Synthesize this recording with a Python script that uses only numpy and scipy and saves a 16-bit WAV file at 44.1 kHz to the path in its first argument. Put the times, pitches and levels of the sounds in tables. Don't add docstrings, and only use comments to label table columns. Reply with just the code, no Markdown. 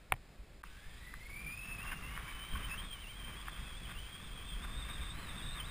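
import sys
import numpy as np
from scipy import signal
from scipy.fft import rfft, irfft, next_fast_len
from scipy.io import wavfile

SR = 44100
rng = np.random.default_rng(int(sys.argv[2]) if len(sys.argv) > 2 else 0)


def decibels_to_gain(level_db):
    exponent = np.asarray(level_db, float) / 20
    return 10 ** exponent


def waveform_to_disk(signal):
    frames = np.transpose(np.atleast_2d(signal))
    scaled = np.clip(frames, -1, 1) * 32767
    samples = np.round(scaled).astype(np.int16)
    wavfile.write(sys.argv[1], SR, samples)


N = 251502
STEPS_S = np.arange(0, N / SR + .001, .001)

# [start t/s, end t/s]
CUT_S = (.6232, .6331)


def evened(x):
    return x / np.sqrt(np.mean(x ** 2) + 1e-20)


def curves(rows):
    s, *columns = np.transpose(rows)
    return [np.interp(np.arange(N) / SR, s, c) for c in columns]


def sampled(control):
    return np.interp(np.arange(N) / SR, STEPS_S, control)


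def coloured(x, points):
    f_hz, db = np.transpose(points)
    size = next_fast_len(len(x))
    bin_hz = np.fft.rfftfreq(size, 1 / SR)
    gain = decibels_to_gain(np.interp(np.log(bin_hz + 1), np.log(f_hz), db))
    return irfft(rfft(x, size) * gain, size)[:len(x)]


def drift(hz):
    lowpass = signal.butter(2, hz, fs=SR, output="sos")
    return evened(signal.sosfilt(lowpass, rng.standard_normal(N)))


def add(mix, s, sound):
    part = mix[round(s * SR):][:len(sound)]
    part += sound[:len(part)]


def jerks(rows):
    s, percent, half_ms, db = np.transpose(rows)
    bells = np.exp(-abs((STEPS_S[:, None] - s) / (half_ms / 1000)) ** 2.8)
    return sampled(bells @ percent), sampled(bells @ db)


def spells(rows):
    s, length_s, db = np.transpose(rows)
    since_s = STEPS_S[:, None] - s
    edge_s = 0.027
    shape = np.clip(np.minimum(since_s, length_s - since_s) / edge_s + .5, 0, 1) ** 2
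    return sampled(20 * np.log10(shape @ decibels_to_gain(db) + 1e-9))


# [f/Hz, density/dB per Hz]
STILL_AIR = [(200, -1.5), (500, -3), (1000, -9), (2400, -8.5), (4000, -10.5), (5300, -15.5), (5900, -20)]
# [f/Hz, density/dB per Hz]
RUSH = [(300, -1), (700, -4), (2000, 0), (3600, 1.5), (4300, -5), (4900, -3.5), (5400, -7.5), (5900, -7.5)]


def air():
    still = decibels_to_gain(-62) * evened(coloured(rng.standard_normal(N), STILL_AIR))
    octaves = np.log2(curves(SPEED)[0] / 3000)
    rush_db = -69 + 2.5 * octaves - 0.05 * jerks(GRABS)[0]
    rush = decibels_to_gain(rush_db + 14.0) * evened(coloured(rng.standard_normal(N), RUSH))
    return np.where(np.arange(N) < CUT_S[1] * SR, still, rush)


# [t/s, peak level/dB, decay/ms]
GUSTS = [(0.101, -38, 45), (0.379, -39, 21), (0.649, -49, 240), (0.853, -40.5, 58), (1.214, -52, 77),
         (1.42, -52, 59), (1.567, -51, 54), (1.849, -42.5, 45), (2.038, -68, 74), (2.182, -45.5, 470),
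         (2.513, -30, 50), (2.639, -46, 97), (2.752, -45, 85), (3.169, -49, 130), (3.445, -41, 58),
         (3.577, -37, 59), (3.719, -40, 72), (3.949, -40, 70), (4.24, -48.5, 48), (4.515, -35, 61),
         (4.65, -45, 70), (4.748, -38, 79), (4.979, -34, 67), (5.159, -42, 76), (5.429, -33.5, 54),
         (5.519, -48, 69), (5.629, -45.5, 70)]


def gusting():
    s, db, decay_ms = np.transpose(GUSTS)
    since_s = STEPS_S[:, None] - s
    rise_s = 0.016
    rise = np.clip(since_s / rise_s, 0, 1)
    decay = np.exp(-np.maximum(since_s - rise_s, 0) / (decay_ms / 1000))
    return sampled((rise * decay) @ decibels_to_gain(db))


# [t/s, roar level/dB]
WIND = [(0.2, -67), (1.29, -60.5), (1.47, -54), (1.62, -59.5), (1.67, -53), (2.22, -55), (2.47, -60),
        (2.56, -52.5), (3.19, -60), (3.26, -54.5), (3.48, -60.5), (4.01, -54.5), (4.09, -59), (4.92, -51.5),
        (5.07, -57), (5.19, -48.5), (5.26, -52.5), (5.7, -54)]
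# [f/Hz, density/dB per Hz]
BUFFET = [(15, -6.5), (25, -1.5), (55, -0.5), (75, -11.5), (120, -23), (300, -76)]
# [f/Hz, density/dB per Hz]
ROAR = [(40, -13), (90, 2), (170, 1), (260, -8), (450, -15), (800, -19), (2000, -73)]


def wind():
    roar_db, gusts = curves(WIND)[0], gusting()
    lumps_db = 0.89 * drift(2.3)
    buffet = evened(coloured(rng.standard_normal(N), BUFFET)) * decibels_to_gain(lumps_db)
    roar_noise = rng.standard_normal(N) * decibels_to_gain(0.76 * lumps_db + 1.3 * drift(27.5))
    roar = evened(coloured(roar_noise, ROAR))
    eddies = decibels_to_gain(-52.5 + 0.74 * (roar_db - roar_db.mean())) * buffet
    envelope = abs(signal.hilbert(buffet, next_fast_len(N))[:N])
    thumps = evened(buffet / (envelope + 0.66))
    return eddies + decibels_to_gain(-7.5) * gusts * thumps + (decibels_to_gain(roar_db) + decibels_to_gain(-29.5) * gusts) * roar


# [f/Hz, level/dB, t60/s]
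KNOCK_MODES = [(770, -1.5, 0.022), (1040, 2, 0.0063), (1450, -12, .0155), (1830, -2.5, 0.014),
               (2240, 7, 0.004), (2700, -7, .011), (2980, -12, 0.0071), (3300, -23, .005), (3800, -27, .01)]
# [t/s, level/dB, thump re ring/dB]
KNOCKS = [
    (.12166, -25.5, -8),
    (.12249, -20, -30),
    (.12481, -42, -12),
    (.1275, -50, -30),
    (.1372, -55, 19),
    (.1389, -44, 2),
    (.1398, -47, -4),
    (.1645, -58, 9),
    (.292, -61, 2),
    (.100, -62, 10),
]


def knocks():
    t, out = np.arange(2000) / SR, np.zeros(N)
    ring = sum(decibels_to_gain(db - 60 * t / t60_s) * np.sin(2 * np.pi * hz * t) for hz, db, t60_s in KNOCK_MODES)
    ring = signal.sosfilt(signal.butter(3, 560, "high", fs=SR, output="sos"), ring)
    thump = np.sin(2 * np.pi * 125 * t) * np.exp(-t / 0.0054)
    for s, db, thump_db in KNOCKS:
        add(out, s, decibels_to_gain(db) * (ring + decibels_to_gain(thump_db) * thump))
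    return signal.sosfilt(signal.butter(4, 3150, fs=SR, output="sos"), out)


# [t/s, hiss level/dB]
RUB = [(.634, -75), (.8, -75), (1.2, -75), (1.45, -62.5), (1.6, -67), (2.0, -57.5), (2.3, -55.5),
       (2.5, -59), (2.6, -53), (2.85, -56.5), (2.9, -62.5), (3.2, -64.5), (3.27, -57.5), (3.5, -59.5),
       (4.0, -63), (4.58, -61), (4.9, -55.5), (5.7, -57)]
# [t/s, lift/dB, length/ms]
FLURRIES = [(1.296, 9, 6.95), (1.5, 4.5, 27), (1.686, 8.5, 44), (1.80, 6, 17), (1.862, 11, 46),
            (1.928, 10, 18), (2.18, 3.5, 23), (2.288, 3.5, 18), (2.557, 1.5, 67), (2.599, -1, 12),
            (2.74, 7, 5.7), (3.271, 0, 9.7), (3.346, 1, 5.8), (3.59, 5, 32), (3.909, 8.5, 38),
            (4.62, 5, 22), (4.72, 1.5, 45), (4.651, 6.5, 14.2), (5.1, -2.5, 42), (5.35, 1, 65),
            (5.5, -2.5, 40.7), (5.58, 3.5, 42)]
# [f/Hz, level/dB]
CASE = [(300, -29), (600, -13.5), (880, -7), (1150, 3.5), (1350, -2.5), (1550, 0), (2000, -2), (2500, -3),
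        (2700, -4.5), (2900, -4.5), (3300, -4), (3800, -14.5), (4200, -31), (5000, -15.5), (5900, -23)]


def rub():
    lift = sum(db * np.exp(-((STEPS_S - s) / (ms / 1000)) ** 2) for s, db, ms in FLURRIES)
    uneven_db = 1.4 * drift(1130) + 1.3 * drift(27) + 1.2 * drift(130)
    grains = rng.standard_normal(N) * decibels_to_gain(sampled(lift) + uneven_db)
    after_cut = np.arange(N) / SR > CUT_S[1]
    return decibels_to_gain(curves(RUB)[0] + 5.5) * evened(coloured(grains, CASE)) * after_cut


# [t/s, peak level/dB, centre f/Hz, length/ms]
TAPS = [(0.6375, -39.5, 1110, 2.7), (0.637, -39, 1480, 1.8), (0.637, -51, 2150, 2.5),
        (1.139, -43.5, 1154, 2.8), (1.139, -36.5, 1760, 1.5), (1.296, -49, 2200, 3.3),
        (1.576, -49, 1937, 1.15), (1.93, -38.5, 1520, 5.2), (2.176, -28.5, 1567, 0.92),
        (2.165, -40, 1900, 1), (2.19, -42, 1600, 2), (2.556, -41, 1092, 14.5), (2.559, -42, 1500, 9.7),
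        (2.745, -38, 1550, 2.2), (3.483, -30.5, 1652, 1.3), (3.483, -38.5, 1101, 2),
        (3.911, -45, 1480, 6.9), (4.648, -39.5, 1490, 4.3)]


def taps():
    t, out = np.arange(-300, 1200) / SR, np.zeros(N)
    rattle_band = [(600, -30)] + CASE[2:7] + [(2600, -24)]
    for s, db, hz, ms in TAPS:
        swell = np.exp(-(t / (ms / 2000)) ** 2)
        blow = swell * np.cos(2 * np.pi * hz * t + 6 * rng.random())
        rattle = evened(coloured(rng.standard_normal(len(t)), rattle_band))
        rattle = rattle * np.exp(-abs(t) / 0.0079)
        add(out, s - 240 / SR, decibels_to_gain(db) * (blow + 0.12 * rattle))
    return out


def whine(hz, db, orders, steady, smear_db):
    turn = 2 * np.pi * np.cumsum(hz * (1 + .0045 * drift(55.0))) / SR
    blur_hz = 30
    out = np.zeros(N)
    for multiple, order_db in [(1, db)] + orders:
        beads = drift(blur_hz * multiple) + 1j * drift(blur_hz * multiple)
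        halo = decibels_to_gain(smear_db) * (drift(93) + 1j * drift(124))
        share = steady if multiple == 1 else 0
        body = share + (1 - share) * beads * np.minimum(1, 2 * steady) + halo
        out += decibels_to_gain(order_db) * (body * np.exp(1j * multiple * turn)).real
    return decibels_to_gain(4.5) * out * (np.arange(N) > CUT_S[1] * SR)


# [t/s, weave rate f/Hz, level/dB]
SPEED = [(.641, 1432, -70), (.84, 1716, -70), (1.01, 1930, -59), (1.17, 2024, -59), (1.35, 2304, -53),
         (1.5, 2422, -49.5), (1.62, 2637, -48.5), (1.78, 2618, -51), (1.92, 2837, -50), (2.04, 2745, -53.5),
         (2.21, 3022, -60), (2.4, 3046, -50), (2.57, 3133, -52), (3.3, 3162, -52), (3.5, 3480, -58),
         (4.6, 3430, -60), (4.8, 3653, -53), (5.703, 3715, -51.5)]
# [t/s, speed change/%, half length/ms, level change/dB]
GRABS = [(.745, -3.5, 30, 3), (.795, 1, 14.5, 3), (.82, 0, 8, -8), (.855, .5, 26, 6), (.9, 0, 8, -5.5),
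         (.96, -5, 22, -3), (.985, 1, 8, 0), (.998, 0, 9, -15), (1.02, 0, 10, 1), (1.08, 0, 10, 4.5),
         (1.19, -1, 16.6, -7), (1.243, 0, 12, -10), (1.267, 0, 9, 3), (1.285, 0, 8, -14), (1.3, 0, 8, 1),
         (1.34, -1.5, 29, 0), (1.475, -1.5, 15.5, 3.5), (1.563, 0, 11, -11.5), (1.887, -2, 15.4, 6),
         (2.61, -7.5, 16, -3), (2.645, -3, 19.5, 6.5), (2.678, -1, 11, -7), (2.697, -10, 18, -2.5),
         (2.735, -16, 39, 6), (2.77, 0, 6, -12), (2.975, -6, 22, -3.5), (3.06, -13.5, 27, -2),
         (3.085, -2, 7.8, 1), (3.13, -3, 19, -3.5), (3.34, -5, 18.4, 0), (3.46, -6.5, 14, -8),
         (3.7, -2.5, 14, 6), (3.737, -9, 26, 0), (3.82, -3, 19, 3), (3.865, -5.5, 22, -0.5),
         (3.985, -7, 20, 6), (4.04, -11.5, 56, 4.5), (4.07, -0.5, 14.2, 2), (4.15, -6, 45, 3),
         (4.15, 0.5, 12.2, 3.5), (4.4, -4.5, 37.2, 4.5), (4.59, -2, 25.6, -2), (4.87, -2, 18, -1),
         (4.98, -2.5, 18, -7), (5.085, -2.5, 19.3, 3), (5.3, -1, 10.5, 4), (5.33, -5, 15.6, -6.5),
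         (5.405, -7, 15.3, 1), (5.458, 0, 4.9, -13.5), (5.5, -2, 11.7, 3), (5.604, -0.5, 7.7, 7.5),
         (5.617, -17.5, 27.4, 2.5), (5.621, 0.5, 7, -8)]
# [t/s, speed change/%, half length/ms, level change/dB]
SNAGS = [(1.41, 1.5, 36.5, 0), (1.456, -0.3, 4.3, -8), (1.5, -1.3, 25.3, -1.5), (1.607, -0.3, 5, -6),
         (1.625, -1.5, 17.7, -4), (1.65, 1, 15, 3), (1.667, 1, 3.96, -17), (1.785, -3.5, 24, -1),
         (1.82, -0.5, 10.2, 0.5), (1.85, -0.068, 13, -10), (2.005, -0.8, 14.7, -10), (2.04, -2, 14.3, 3.5),
         (2.075, -1.3, 18, 6.5), (2.13, -0.1, 15, 0), (2.155, -1.3, 15.7, 7), (2.195, -0.1, 12, -8),
         (2.285, 0.5, 23, 1), (2.318, 0, 7, -13.5), (2.38, -0.088, 15, -9), (2.5, 0.1, 6.6, -6),
         (2.545, 0.099, 12, 4)]
# [t/s, speed change/%, half length/ms, level change/dB]
SURGES = [(1.843, 2.5, 21.3, 0), (2.795, 2.5, 14.8, 8), (2.85, 5, 32, -8), (2.89, 4, 25.6, -1.5),
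          (2.925, 0.36, 18.4, 7.5), (3.175, 4, 10.77, -1), (3.24, -1, 20, 1.5), (3.31, -1, 7.9, -5.5),
          (3.39, 1.25, 18.2, 3.5), (3.44, -2, 10.4, -11), (3.49, 0, 9.4, 2.5), (3.545, -1.5, 19.3, 1),
          (3.63, 3, 21.15, -11), (3.778, 1, 14.2, 3.5), (3.91, 2.5, 15, 0), (3.94, 0.84, 11.4, -19.5),
          (4.25, 3, 26.5, 2), (4.31, -0.4, 14.7, -15.5), (4.485, 3.5, 29, 7), (4.525, -1, 15.6, 5),
          (4.64, 3, 15.4, 7.5), (4.74, 1, 10.1, 0.5), (4.792, 2.5, 21, 3), (4.835, -2, 14.3, 4),
          (4.885, 0, 6, -7.5), (4.91, -0.5, 14, 6.5), (4.935, 2, 15.2, 3), (5.055, 0.5, 14.6, 1.5),
          (5.11, -0.5, 8.7, 3), (5.205, 11.5, 66, -14), (5.36, 0, 22.7, -8), (5.443, 2.5, 12.6, 0),
          (5.472, 3, 10, 1), (5.672, 6, 9.5, -3)]
# [start t/s, length/s, level/dB]
TOUCHES = [(.652, .03, -68), (.76, .13, -73), (1.01, 0.11, -68), (1.2, .04, -64), (1.3, .25, -63.5),
           (1.6, 0.15, -64), (1.95, 0.18, -65), (2.42, 0.19, -58), (2.805, 0.1, -58.5), (3.39, 1.24, -57),
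           (4.72, 0.426, -58), (5.29, .28, -57)]
# [t/s, speed change/%, half length/ms, level change/dB]
SECOND_SLIPS = [(.665, -5, 30, 2), (1.12, 3, 140, -3), (1.33, 3, 50, 0), (1.68, 3.5, 97, 0),
                (2.04, 8.5, 100, 0), (2.5, 10, 130, -2), (2.83, 4.5, 14, 0), (2.852, 22, 35, 1),
                (3.42, 2, 13.8, 3), (3.46, -11.5, 19, 0), (3.545, -4.5, 25.6, 0), (3.6, 2, 23, -1.5),
                (3.66, -0.3, 15, -5), (3.79, 1.4, 43, -9), (3.86, -7, 16.8, 5.5), (3.965, -14.5, 24, 2),
                (3.988, -0.4, 8.3, -12), (4.03, 1.5, 31, -2), (4.16, 0.3, 91, -6), (4.3, -1, 26, 0.5),
                (4.35, 3, 16.02, 3), (4.41, -4.5, 19.7, -1), (4.5, -1.5, 13.7, 4), (4.54, -.5, 19, 7.5),
                (4.79, 4.5, 29.7, -2), (4.89, 1.5, 36, -6.5), (4.95, 4.5, 15.3, 5.5),
                (4.985, -4.5, 21.2, 3), (5.02, 0, 12, 6), (5.325, 10.5, 13.7, 1.5), (5.375, 4.5, 11.3, 6.5),
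                (5.41, -6, 13.2, 2), (5.472, 2.5, 21, 7), (5.535, 16, 24.7, 2)]
PATTERNS = {.75: [(.64, 1.4, -85), (1.9, 3.9, -72.5), (1.99, .6, -74.5), (2.07, 0.049, -66),
            (2.27, 0.1, -71), (3.09, 0.045, -64), (3.64, 0.056, -66.5), (3.78, 0.065, -69),
            (5.17, 0.092, -65)], 1.24: [(.76, 0.24, -77), (2.15, 0.58, -71.5), (2.76, 0.48, -75)],
            1.8: [(.65, 0.023, -67), (.925, 0.071, -67.5)], 2: [(.64, 6.2, -74.5), (.765, 0.06, -86),
            (.93, .11, -78), (1.2, 0.59, -85), (2.67, .07, -70), (2.74, .05, -76)]}


def bars():
    hz, db = curves(SPEED)
    grab, grab_db = jerks(GRABS + SNAGS)
    surge, surge_db = jerks(SURGES)
    slip, slip_db = jerks(SECOND_SLIPS)
    clean, smear_db = .78, -9
    lifted = np.clip(surge_db / -18, 0, 1)
    main_steady = clean + (.1 - clean) * lifted
    main_smear_db = smear_db + (3 - smear_db) * lifted
    orders = [(multiple, spells(rows)) for multiple, rows in PATTERNS.items()]
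    main_hz = hz * (1 + (grab + surge) / 100)
    main = whine(main_hz, db + grab_db + surge_db, orders, main_steady, main_smear_db)
    second_hz = .94 * hz * (1 + slip / 100)
    return main + whine(second_hz, spells(TOUCHES) + slip_db, [], clean, smear_db)


# [f/Hz, level/dB]
NOTCH = [(2450, 0), (2620, 1), (2880, -5.5), (3080, -2.5), (4720, -2.5), (4920, 1), (5120, -1.5)]


def scene():
    mono = coloured(bars() + rub() + air(), NOTCH) + wind() + knocks() + taps()
    return np.array([mono, mono])


def roll_off(x):
    return signal.sosfilt(signal.butter(12, 16530, fs=SR, output="sos"), x)


def record(dry):
    low = signal.resample_poly(dry, 40, 147, axis=1)
    held = signal.resample_poly(np.repeat(low, 4, axis=1), 147, 160, axis=1)[:, :N]
    t = np.arange(N) / SR
    fade = np.clip((CUT_S[0] - t) / .003, .06, 1)
    cut = np.where(t < CUT_S[1], fade, 1)
    edge = signal.firwin(801, 15270, window=("kaiser", 9), fs=SR)
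    limited = signal.oaconvolve(held * cut, edge[None], "same")
    grit_band = [(30, -62), (300, 6.0), (1500, -2.5), (5500, -4.0), (9000, -9.5), (14000, -33)]
    grit = decibels_to_gain(-84 + 3.6 * drift(7.1)) * evened(coloured(rng.standard_normal(N), grit_band))
    return roll_off(limited + np.array([[1], [-1]]) * grit * cut)


dry = scene()
out = record(dry)
waveform_to_disk(out)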